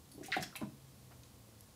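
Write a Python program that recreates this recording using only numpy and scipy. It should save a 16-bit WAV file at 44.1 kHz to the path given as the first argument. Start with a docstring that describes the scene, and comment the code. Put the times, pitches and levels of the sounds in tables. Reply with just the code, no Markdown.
"""Turtles dropping into an aquarium

In a small, quiet room, turtles scramble off a floating platform and drop into a glass tank.
Trapped air plops as swelling sines, the platform knocks as damped modes with a noise thud,
spray and tiny bubbles fizz as showers of short rings, and claws and drips tick brightly.
Glass walls and room answer every event; a sinking hum and thin whine lie with faint hiss."""
import sys
import numpy as np
from scipy import signal
from scipy.fft import rfft, irfft, next_fast_len
from scipy.io import wavfile
from scipy.ndimage import map_coordinates

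SR = 44100
rng = np.random.default_rng(int(sys.argv[2]) if len(sys.argv) > 2 else 0)


def log_audio(samples):
    """Write samples as a 16-bit WAV file to the path given in sys.argv[1]."""
    # one column per channel
    frames = np.atleast_2d(samples).T
    # limit to full scale, then quantise
    limited = np.clip(frames, -1, 1)
    pcm = np.round(limited * 32767).astype(np.int16)
    wavfile.write(sys.argv[1], SR, pcm)


N = 77175
T = np.arange(SR * 6 // 10) / SR  # time within one event and its echoes, s


# Air pockets closing under water.
# Each row: start in seconds, middle pitch in Hz, level in dB, time to fall 60 dB in seconds.
AIR_POCKETS = [(.283, 750, -44, 0.045), (0.319, 3880, -26.5, 0.0038), (0.3233, 1970, -24, .009),
               (0.3303, 1870, -29.5, 0.012), (0.3653, 724, -27, 0.025), (.367, 3660, -41, 0.016),
               (0.391, 179, -34.5, 0.038), (.427, 1625, -35.5, 0.0081), (0.527, 1408, -51, 0.049),
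               (.555, 2200, -36, 0.004), (0.5547, 3910, -41.5, 0.01), (0.565, 2610, -42, 0.021),
               (0.631, 182, -33.5, 0.014)]
PLOP_ECHO_DB = (-1, -4)  # glass, room


def plops(rise=0.078, swell_cycles=0.66):
    """Each air pocket swells within a cycle or two, rings briefly and rises a little in pitch."""
    out = np.zeros(N)
    for start_s, hz, db, t60 in AIR_POCKETS:
        pitch = hz * (1 + rise * (.5 - fade(T, t60)))
        cycles = np.cumsum(pitch) / SR
        swell = 1 - np.exp(-(cycles / swell_cycles) ** 2)
        shape = swell * fade(T, t60)
        bubble = shape / shape.max() * np.sin(2 * np.pi * cycles)
        add(out, start_s, amp(db) * thin(bubble, hz / 2), PLOP_ECHO_DB)
    return out


# The platform bumping the tank.
# Each row: start in seconds, peak level in dB, thin below this Hz, dull above this Hz.
PLATFORM_BUMPS = [(0.146, -50.5, 148, 300), (0.179, -42, 210, 400), (.196, -50.5, 255, 346),
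                  (0.21, -39.5, 260, 352), (0.298, -46.5, 172, 255), (.365, -36, 225, 370),
                  (0.381, -42, 280, 454), (0.554, -46.5, 645, 696), (0.6133, -33.5, 165, 615),
                  (.630, -39.5, 127, 223), (0.676, -68, 150, 248), (1.11, -51.5, 390, 1510),
                  (1.487, -59, 154, 252)]
# Resonances of platform and tank.
# Each row: pitch in Hz, mean level in dB, time to fall 60 dB in seconds.
TANK_MODES = [(138.3, -9.5, 0.2), (201.8, -6, 0.1), (297.6, -4, 0.052), (366.8, -1, 0.028),
              (495, -11, 0.036), (636, -9.5, 0.082), (796, -8.5, 0.05), (990, -2.5, 0.017),
              (1405, -7, 0.013)]
THUD_DB, THUD_T60_S = 6.5, 0.011  # level beside the modes, before the blow is filtered
KNOCK_ECHO_DB = (-7.5, -5.5)  # glass, room


def knocks(rise_s=0.0018):
    """The platform bumps softly and rings the water-filled tank."""
    out = np.zeros(N)
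    for start_s, db, low_hz, high_hz in PLATFORM_BUMPS:
        rumble = unit(dull(rng.standard_normal(len(T)), hz=1510))
        thud = amp(THUD_DB) * rumble * fade(T, THUD_T60_S)
        soft_start = 1 - np.exp(-T / rise_s)
        blow = (ring(TANK_MODES, scatter_db=3.5) + thud) * soft_start
        blow = thin(dull(blow, high_hz), low_hz)
        add(out, start_s, amp(db) * blow / abs(blow).max(), KNOCK_ECHO_DB)
    return out


def ring(modes, scatter_db):
    """Damped modes, each at a slightly different level at every blow."""
    total = np.zeros(len(T))
    for hz, db, t60 in modes:
        level = amp(db + scatter_db * rng.standard_normal())
        total += level * fade(T, t60) * np.sin(2 * np.pi * hz * T)
    return total


# Showers of droplets and tiny bubbles.
# Each row: start in seconds, level in dB, decay time constant in seconds, centre pitch in Hz,
# pitch spread in octaves.
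DROPLET_SHOWERS = [(.228, -56, .008, 1880, 0.21), (0.233, -56, 0.016, 6900, 0.33),
                   (0.243, -58.5, 0.045, 2790, 0.44), (0.259, -51, 0.0077, 8200, 0.42),
                   (0.299, -60.5, 0.054, 3460, 1.11), (0.323, -43, 0.015, 3370, 0.35),
                   (0.336, -39, 0.024, 1840, 0.17), (0.36, -54.5, 0.011, 10000, 0.38),
                   (0.378, -44, 0.0037, 2670, 0.57), (.407, -54.5, 0.03, 6300, 0.4),
                   (.425, -41.5, 0.0041, 6580, 0.634), (0.431, -44, 0.0061, 4400, 0.51),
                   (.555, -48.5, 0.0055, 2980, 0.37), (0.5592, -45.5, 0.0039, 10250, 0.22),
                   (0.56, -55, 0.009, 5930, 0.4), (0.607, -56.5, 0.0065, 2800, 0.88),
                   (.622, -49, 0.0092, 937, 0.081), (1.117, -64, 0.0098, 1580, 0.57)]
DROPS_PER_S, DROP_SCATTER_DB = 5500, 3
DROP_CYCLES = 17.2  # cycles a drop takes to fall 60 dB
SPRAY_RISE_S = 0.00051
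SPRAY_ECHO_DB = (0.5, -5.5)  # glass, room


def sprays():
    """Thrown water lands as a dying shower of tiny ringing droplets."""
    out = np.zeros(N)
    t = T[:256]  # time within one drop
    for start_s, db, length_s, centre_hz, spread in DROPLET_SHOWERS:
        count = int(DROPS_PER_S * T[-1])
        drop_start = rng.integers(len(T), size=(count, 1))
        pitch, size = rng.standard_normal((2, count, 1))
        hz = np.minimum(centre_hz * 2 ** (spread * pitch), SR / 2)
        drops = amp(DROP_SCATTER_DB * size) * np.sin(2 * np.pi * hz * t)
        drops *= fade(t, DROP_CYCLES / hz)
        # sum the overlapping drops, sample by sample
        places = drop_start + np.arange(len(t))
        shower = np.bincount(places.ravel(), drops.ravel(), len(T))[:len(T)]
        shower = unit(thin(shower, centre_hz * 2 ** (-2 * spread)))
        shape = (1 - np.exp(-T / SPRAY_RISE_S)) * np.exp(-T / length_s)
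        add(out, start_s, amp(db) * shower * shape / shape.max(), SPRAY_ECHO_DB)
    return out


# Small sharp ticks of claws and drips.
# Each row: start in seconds, level in dB, pitch in Hz, time for the ring to fall 60 dB in seconds,
# crack in dB over the ring before filtering, echo of both glass and room in dB.
CLAW_AND_DRIP_TICKS = [(0.1167, -45.5, 10500, 0.0056, -9, 3.5), (0.117, -49, 4500, 0.0054, -27, 2),
                       (0.149, -53, 13200, .004, -19, 0), (1.234, -52, 4800, 0.0019, 8.5, -3.5),
                       (1.608, -40, 11150, 0.0025, -4.5, -10), (1.61, -54, 6130, 0.0022, -6, -12)]
CRACK_T60_S = .012


def ticks():
    """Tiny bright contacts: a brief sine ring and a crack of noise."""
    out = np.zeros(N)
    for start_s, db, hz, t60, crack_db, echo_db in CLAW_AND_DRIP_TICKS:
        crack = amp(crack_db) * thin(rng.standard_normal(len(T)), hz / 2) * fade(T, CRACK_T60_S)
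        contact = fade(T, t60) * np.sin(2 * np.pi * hz * T) + dull(crack, hz)
        add(out, start_s, amp(db) * contact, (echo_db, echo_db))
    return out


# How long the small room holds each band.
# Each row: frequency in Hz, time to fall 60 dB in seconds.
ROOM_DECAY = [(130, 0.38), (300, 0.4), (700, 0.27), (2000, 0.24), (5000, 0.37), (14000, 0.16)]
ROOM_DELAY_S, GLASS_DELAY_S, GLASS_T60_S = 0.018, 0.0026, 0.056


def add(out, start_s, sound, echo_db):
    """Place a sound in time, with its quick echoes between the glass walls and its tail in the room."""
    # the room: noise whose bands die at their own rates
    hz, t, bands = signal.stft(rng.standard_normal(len(T)), SR, nperseg=256)
    bands = bands * fade(t, along(ROOM_DECAY, hz)[:, None])
    room = signal.istft(bands, SR, nperseg=256)[1][:len(T)] * (T > ROOM_DELAY_S)
    glass = rng.standard_normal(len(T)) * fade(T, GLASS_T60_S) * (T > GLASS_DELAY_S)
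    echoes = np.zeros(len(T))
    for db, tail in zip(echo_db, (glass, room)):
        echoes += amp(db) * unit(signal.fftconvolve(sound, tail)[:len(T)])
    part = out[round(start_s * SR):][:len(T)]
    part += (sound + sound.std() * echoes)[:len(part)]  # echo levels are relative to the sound


# The path of the low hum.
# Each row: time in seconds, pitch in Hz, rms level in dB before the waver.
HUM_PATH = [(0, 137, -76), (.35, 137, -63), (.8, 134, -61), (1.0, 129, -66), (1.17, 124, -61),
            (1.3, 122, -65), (1.5, 114, -66), (1.75, 96, -68)]
HUM_WAVER_DB = 1.8


def hum(wavers_per_s=14):
    """A low sine hum that wavers in level and sinks in pitch."""
    t = np.arange(N) / SR
    time_s, hz, db = np.transpose(HUM_PATH)
    knots = rng.standard_normal(int(t[-1] * wavers_per_s) + 4)
    waver = map_coordinates(knots, [t * wavers_per_s])  # a smooth curve through random points
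    level = amp(np.interp(t, time_s, db) + HUM_WAVER_DB * waver)
    cycles = np.cumsum(np.interp(t, time_s, hz)) / SR
    return level * unit(np.sin(2 * np.pi * cycles))


def whine(hz=1084, db=-83):
    """A thin steady sine."""
    return amp(db) * unit(np.sin(2 * np.pi * hz * np.arange(N) / SR))


# Room hiss and rumble.
# Each row: frequency in Hz, relative level in dB per Hz.
AIR_SPECTRUM = [(20, -30), (50, -11), (70, -2), (105, -4), (150, -9), (215, -7), (300, -13), (410, -18),
                (495, -13), (560, -18), (760, -20), (1100, -23), (1600, -27), (2800, -27.5), (4200, -25.5),
                (6500, -27), (10900, -27.5), (15500, -31)]
AIR_DB = -60.5  # rms


def air():
    """The quiet room's hiss and rumble: steady coloured noise."""
    return amp(AIR_DB) * noise(AIR_SPECTRUM)


def noise(spectrum):
    """Coloured noise of rms 1."""
    return unit(filtered(rng.standard_normal(N), lambda hz: amp(along(spectrum, hz))))


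def thin(x, hz):
    """High-pass: a light contact moves little bass."""
    return signal.sosfilt(signal.butter(3, hz, "high", fs=SR, output="sos"), x)


def dull(x, hz):
    """Low-pass: a soft contact loses its treble."""
    return signal.sosfilt(signal.butter(2, min(hz, SR / 2 - 100), fs=SR, output="sos"), x)


def filtered(x, response):
    """x times a response of frequency, padded so that the end does not wrap round."""
    m = next_fast_len(N + SR // 2)
    return irfft(rfft(x, m) * response(np.fft.rfftfreq(m, 1 / SR)), m)[:N]


def along(points, hz):
    """(Hz, value) points read on a log frequency axis."""
    f, v = np.transpose(points)
    return np.interp(np.log(hz + 1), np.log(f + 1), v)


def fade(t, t60):
    """Exponential decay that falls 60 dB in t60 seconds."""
    return np.exp(-np.log(1000) * t / t60)


def amp(db):
    """Decibels to gain."""
    return 10 ** (np.asarray(db) / 20)


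def unit(x):
    """Scale to rms 1."""
    return x / np.sqrt(np.mean(x ** 2) + 1e-20)


def scene():
    """The splash in its tank over the quiet room's hum, whine and hiss."""
    splash = plops() + knocks() + sprays() + ticks()
    return (splash + hum() + whine() + air())[None]


def record(dry, top_hz=15650):
    """The recorder keeps nothing above its band limit."""
    return filtered(dry[0], lambda hz: hz < top_hz)[None]


dry = scene()
out = record(dry)
log_audio(out)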